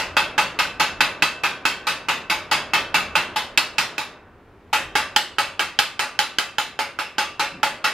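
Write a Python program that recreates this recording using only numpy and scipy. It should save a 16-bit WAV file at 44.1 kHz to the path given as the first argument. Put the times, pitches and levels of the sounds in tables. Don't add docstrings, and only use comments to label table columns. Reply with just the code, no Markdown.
import sys
import numpy as np
from scipy import signal
from scipy.fft import rfft, irfft, next_fast_len
from scipy.io import wavfile
from scipy.ndimage import uniform_filter1d

SR = 44100
rng = np.random.default_rng(int(sys.argv[2]) if len(sys.argv) > 2 else 0)


def unload_wav(signal):
    wavfile.write(
        sys.argv[1],
        SR,
        np.round(np.clip(np.atleast_2d(signal).T, -1, 1) * 32767).astype(np.int16),
    )


N = 349713
LENGTH = SR * 3 // 4
AGE = np.arange(LENGTH) / SR
TURN_S = 4.4

# (time [s], ring level [dB], clank level [dB], hardness of the contact [dB],
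# extra level of the wall modes below 1 kHz at the struck spot [dB])
BLOWS = [(-0.045, -16.5, -26, -1, 6), (0.167, -14, -14, -4, 3.5), (0.3794, -14.5, -14, -5, 1),
         (0.5889, -17.5, -19, -0.5, -1), (0.7972, -15.5, -30.0, -2, 0.5), (1.006, -13, -12.5, -3, 1.5),
         (1.2222, -12.5, -9.5, 1, -1.5), (1.4347, -13, -21, -4.5, 0), (1.6529, -14.5, -9, -0.5, -4.5),
         (1.8684, -16.5, -29.5, 3, 0.5), (2.0852, -15.5, -16, -5, -1), (2.2976, -17, -35, 1, 3),
         (2.5126, -15.5, -35, 1, 3), (2.7345, -15.5, -18, -3.5, -2), (2.9424, -15.5, -19, -0.5, -0.5),
         (3.1536, -15, -13.5, -4.5, 1), (3.3594, -20.5, -38, 1.5, 9), (3.575, -15.5, -8.5, 6.5, -3),
         (3.7824, -16, -9.5, 6, -2), (3.9804, -22.5, -16.5, 1.5, 4), (4.729, -15.5, -26, -6.5, 1.5),
         (4.9532, -16.5, -15.5, -5.5, 0), (5.162, -15.5, -9, 4.5, 5), (5.384, -15.5, -11.5, -2, -1),
         (5.5936, -18, -12.5, -2.5, -5), (5.789, -13.5, -7, 3, -5.5), (5.9929, -15, -12, -1.5, -2.5),
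         (6.19, -14.5, -6, 2, -2), (6.385, -17.5, -6.5, 2.5, -3), (6.5831, -16, -9.5, -2, -1.5),
         (6.79, -16.5, -14.5, -5.5, 10), (6.9881, -20, -17.5, -6.5, -2.5), (7.1821, -16, -13.5, -3, 0.5),
         (7.3949, -16.5, -22, -4.5, 2), (7.631, -16, -11.5, -5.5, 8), (7.8412, -16, -26, -4.5, -6.5)]
# (frequency [Hz], side minus mid [dB])
WIDTH = [(100, -19), (850, -22), (1400, -14), (2700, -12.5), (4200, -7), (6000, -2.5), (14000, -2.5)]


def amp(db):
    return 10 ** (np.asarray(db) / 20)


def unit(x, span=None):
    return x / np.sqrt(np.mean(x[..., :span] ** 2) + 1e-20)


def along(points, hz):
    f, v = np.transpose(points)
    return np.interp(np.log(hz + 1), np.log(f + 1), v)


def filtered(x, response):
    n = x.shape[-1]
    m = next_fast_len(n + 4096)
    spectrum = rfft(x, m) * response(np.fft.rfftfreq(m, 1 / SR))
    return irfft(spectrum, m)[..., :n]


def noise(spectrum, size):
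    def response(hz):
        width = amp(along(WIDTH, hz))
        mid_side = np.array([np.ones_like(hz), width]) / np.hypot(1, width)
        return amp(along(spectrum, hz)) * mid_side
    mid, side = filtered(rng.standard_normal((2, size)), response)
    return unit(np.array([mid + side, mid - side]))


def add(track, sound, s):
    start = round(s * SR)
    first, last = max(start, 0), min(start + sound.shape[1], N)
    if last > first:
        track[:, first:last] += sound[:, first - start:last - start]


def hammer(slag_db=-15, thump_db=-17):
    out = np.zeros((2, N))
    for s, ring_db, clank_db, hard_db, low_db in BLOWS:
        tip = int(s > TURN_S)
        treble_db = -2.0 + 0.62 * hard_db
        add(out, amp(ring_db) * ring(tip, treble_db, low_db), s)
        add(out, amp(clank_db) * echoed(clank(tip, hard_db)), s)
        add(out, amp(clank_db + thump_db) * thump(), s)
        add(out, amp(ring_db + slag_db + 1.2 * treble_db) * slag(), s)
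    return out


def clank(tip, hard_db, crack_db=-5, crack_t60=.016, crush=.001):
    # (frequency [Hz], t60 [s], level under the point [dB], level under the chisel [dB])
    head_modes = [(142.6, 0.035, -20.5, -27), (295, 0.048, -8, -10.5), (404, 0.05, -21, -11),
                  (708, 0.021, -21.5, -8), (960, 0.022, -28.5, -11), (1380, 0.027, -10, 5.5),
                  (1515, 0.0089, 12.5, 0), (1598, 0.031, -40, 5), (1890, 0.012, -8, 0),
                  (2400, 0.016, 7, -44), (2597, 0.024, 10, 3), (2840, 0.045, -24, -33.5),
                  (3070, 0.015, 1, 15), (3640, 0.024, -32.5, -65), (4560, 0.018, -16.5, -33),
                  (5100, 0.0089, -33.5, 7)]
    # (frequency [Hz], density [dB per Hz])
    crack_spectrum = [(100, -18.5), (600, 0.5), (1500, 2), (4500, -2), (7000, -5.5), (10000, -20.5),
                      (16000, -17.5)]
    # (frequency [Hz], gain [dB per dB of hardness])
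    hardness_tilt = [(200, 0.9), (1300, -0.06), (2300, 1.5), (4500, 2.1)]
    # (frequency [Hz], left minus right [dB])
    lean = [(500, 2), (850, 4), (1200, -6), (2000, -7), (3000, -3), (12000, 2)]
    size = SR // 16
    age = AGE[:size]
    head = modes(head_modes, tip, 0, scatter_db=1.5, beating=0, attack=0.00036, size=size)
    crack = noise(crack_spectrum, size) * amp(-60 * age / crack_t60) * (1 - np.exp(-age / crush))
    both = unit(head, SR // 200) + amp(crack_db) * unit(crack, SR // 200)

    def colour(hz):
        lean_db = along(lean, hz) * np.array([[.5], [-.5]])
        return amp(hard_db * along(hardness_tilt, hz) + lean_db)
    return unit(filtered(both, colour), SR // 200)


def ring(tip, treble_db, low_db, walls_db=-3.5, crowd_db=-2.5, spread=0.0012):
    # (frequency [Hz], t60 [s], level under the point [dB], level under the chisel [dB])
    frame_modes = [(172, .15, -17, -27), (320, .15, -13, -20), (555, .5, -16, -16), (613, 1.1, -22, -28),
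                   (715, .25, -15, -20), (828, .14, -5, 0), (849, .19, 0, 2.5), (870, .2, 1, 0),
                   (974, .25, -9, -17), (1180, .7, -17, -15), (1243, .22, -2, -10), (1287, .2, -6, -2.5),
                   (1410, .22, -5.5, -4), (1488, .25, -6, -12), (1514, .9, -16, -24), (1531, .22, -4, -9),
                   (1636, .2, -11, -6), (1968, .24, -6, -12), (2160, .24, -5.5, -14), (2282, .2, -14, -11),
                   (2572, .2, 0, -15), (2602, .22, 0, -13), (2638, .55, -7, -14), (2692, .45, -12, -9),
                   (2747, .25, -4, -14), (3215, .15, -8, -10), (3800, .28, -12, -14), (3994, .25, -12, -13),
                   (4332, .22, -12, -8.5), (4830, .14, -10, -12)]
    walls = modes(frame_modes, tip, low_db, scatter_db=1.0, beating=0.82, attack=0.0031, size=LENGTH)
    dense = crowd(tip) * (1 - np.exp(-AGE / spread))
    both = amp(walls_db) * unit(walls, SR // 20) + amp(crowd_db) * unit(dense, SR // 20)
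    treble_share = [(2500, 0.02), (4500, 0.99), (9000, 0.65)]
    return filtered(both, lambda hz: amp(treble_db * along(treble_share, hz)))


def modes(table, tip, low_db, scatter_db, beating, attack, size):
    detune = .004
    t, out = AGE[:size], np.zeros((2, size))
    for hz, t60, *tip_db in table:
        level = tip_db[tip] + scatter_db * rng.standard_normal() + low_db * (hz < 1000)
        hz = hz * (1 + detune * rng.standard_normal())
        knots = rng.standard_normal((2, 48))
        knot_times = np.linspace(0, AGE[-1], knots.shape[1])
        waver = 1 + beating * np.interp(t, knot_times, knots[0] + 1j * knots[1])
        step = np.exp((2j * np.pi * hz - np.log(1000) / t60) / SR)
        wave = waver * np.cumprod(np.full(size, step))
        shift = amp(along(WIDTH, hz)) * rng.standard_normal() * np.array([[1], [-1]])
        phase = 2 * np.pi * rng.random() + shift
        out += amp(level) * (wave * np.exp(1j * phase)).real
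    return out * (1 - np.exp(-t / attack))


def crowd(tip, uneven_db_at_2k=3, build=0.015):
    # (frequency [Hz], density [dB per Hz])
    spectra = [
        [(40, -56), (130, -13.5), (400, -15.5), (700, -7), (1000, -1), (1500, -1.5), (2900, -2.5), (4000, -4),
         (5100, -6), (6000, -14), (6330, -9), (6800, -13), (8400, -18), (13500, -20.5), (16000, -36)],
        [(40, -49), (130, -20), (400, -12.5), (700, -6), (1000, -4.5), (1400, -2), (2000, -2.5), (3000, -2),
         (5200, -5), (6000, -11.5), (6330, -8), (6800, -12), (8400, -15), (13500, -20), (16000, -36)],
    ]
    # (frequency [Hz], t60 [s])
    fade = [(100, 0.87), (400, 0.27), (850, 0.38), (1500, 0.38), (2700, 0.39), (5000, 0.33), (9000, 0.29),
            (15000, 0.19)]
    grid = np.linspace(0, np.sqrt(SR / 2), 260) ** 2
    favour_db = uneven_db_at_2k * rng.standard_normal(len(grid)) * np.minimum(grid / 2000, 1.3)
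    struck = filtered(noise(spectra[tip], LENGTH), lambda hz: amp(np.interp(hz, grid, favour_db)))
    hz, t, z = signal.stft(struck, SR, nperseg=256)
    fall = t - build * (1 - np.exp(-t / build))
    faded = z * amp(-60 * fall / along(fade, hz)[:, None])
    return signal.istft(faded, SR, nperseg=256)[1][:, :LENGTH]


def slag(chips_per_s=1500, t60=0.21, rise=0.0056, size_db=4.0):
    # (frequency [Hz], density [dB per Hz])
    spectrum = [(1500, -35), (3500, 0), (5000, 9), (6200, -11.5), (9500, -2.5), (14000, -22), (16000, -21)]
    size = SR // 5
    age = AGE[:size]
    breaks = rng.random(size) < chips_per_s / SR
    ticks = breaks * amp(size_db * rng.standard_normal(size)) * rng.standard_normal((2, size))
    spray = ticks * amp(-60 * age / t60) * (1 - np.exp(-age / rise))
    return unit(filtered(spray, lambda hz: amp(along(spectrum, hz))), SR // 20)


def thump(size=SR // 10, t60=0.027, attack=.001):
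    # (frequency [Hz], density [dB per Hz])
    spectrum = [(30, -8), (90, 0), (250, 1), (500, -14), (1200, -45.5)]
    age = AGE[:size]
    return noise(spectrum, size) * amp(-60 * age / t60) * (1 - np.exp(-age / attack))


def echoed(x, size=SR // 7, echo_db=-6.5, t60=0.14, delay_s=.005):
    age = AGE[:size]
    tail = noise([(100, 0), (16000, 0)], size) * amp(-60 * age / t60) * (age > delay_s)
    direct = age == 0
    answer = amp(echo_db) * tail / np.linalg.norm(tail[0]) + direct
    return signal.fftconvolve(x, answer, axes=-1)


def drone(under_ring_db=-18.5, chisel_db=-4.5, t60=1.55, attack=0.0092):
    # (frequency [Hz], density [dB per Hz])
    spectrum = [(50, -30), (140, -3), (380, 0.5), (600, -1), (1500, -3), (2500, -16), (4000, -37),
                (8000, -77)]
    t, power = np.arange(2 * SR) / SR, np.zeros((1, N))
    fading = amp(-60 * t / t60) * (1 - np.exp(-t / attack))
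    for s, ring_db, *_ in BLOWS:
        level_db = ring_db + under_ring_db + chisel_db * (s > TURN_S)
        add(power, (amp(level_db) * fading[None]) ** 2, s)
    return np.sqrt(power) * noise(spectrum, N)


def scuff(s=7.565, half_length=.04, db=-40):
    # (frequency [Hz], density [dB per Hz])
    spectrum = [(70, -35), (160, 4), (220, -1), (310, 2), (450, -14), (900, -30), (2000, -70)]
    swell = np.exp(-((np.arange(N) / SR - s) / half_length) ** 2)
    return amp(db) * swell * noise(spectrum, N)


def workshop(rumble_db=-50, air_db=-50, fade_db_per_s=1.04):
    # (time [s], half length [s], level [dB])
    swells = [(0.06, .1, 5), (1.0, 0.37, 2), (3.07, .12, 7), (4.87, .11, 8), (5.6, .35, 3)]
    # (frequency [Hz], density [dB per Hz])
    rumble_spectrum = [(15, -23.5), (28, 2.5), (45, -0.5), (62, 2), (85, 5.5), (130, -9.5), (250, -28.5),
                       (600, -54.5)]
    # (frequency [Hz], density [dB per Hz])
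    air_spectrum = [(60, -12), (100, 0), (150, -7), (420, -3), (520, -11), (900, -11), (2400, -21),
                    (4500, -34), (8000, -42), (16000, -46)]
    t = np.arange(N) / SR
    swell_db = sum(db * np.exp(-((t - s) / half_length) ** 2) for s, half_length, db in swells)
    rumble = amp(rumble_db + swell_db - fade_db_per_s * t) * noise(rumble_spectrum, N)
    return rumble + amp(air_db) * noise(air_spectrum, N)


def scene():
    return hammer() + drone() + workshop() + scuff()


def trailing(x, s):
    size = max(round(s * SR), 1)
    return uniform_filter1d(x, size, origin=(size - 1) // 2, mode="constant")


def gain_control(x, above_db=-12, slope=1.0, recover_db_per_s=4, attack_s=.018, sense_s=0.0049):
    power = trailing(np.mean(x ** 2, axis=0), sense_s)
    level_db = 10 * np.log10(np.abs(power) + 1e-12)
    over_db = slope * np.maximum(level_db - above_db, 0)
    climb_db = recover_db_per_s * np.arange(N) / SR
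    duck_db = np.maximum.accumulate(over_db + climb_db) - climb_db
    return x * amp(-trailing(duck_db, attack_s))


def record(dry, top_hz=15900):
    held = gain_control(dry)
    rounded = held / (1 + np.abs(held) ** 6) ** (1 / 6)
    return filtered(rounded, lambda hz: 1 / (1 + (hz / top_hz) ** 120))


dry = scene()
out = record(dry)
unload_wav(out)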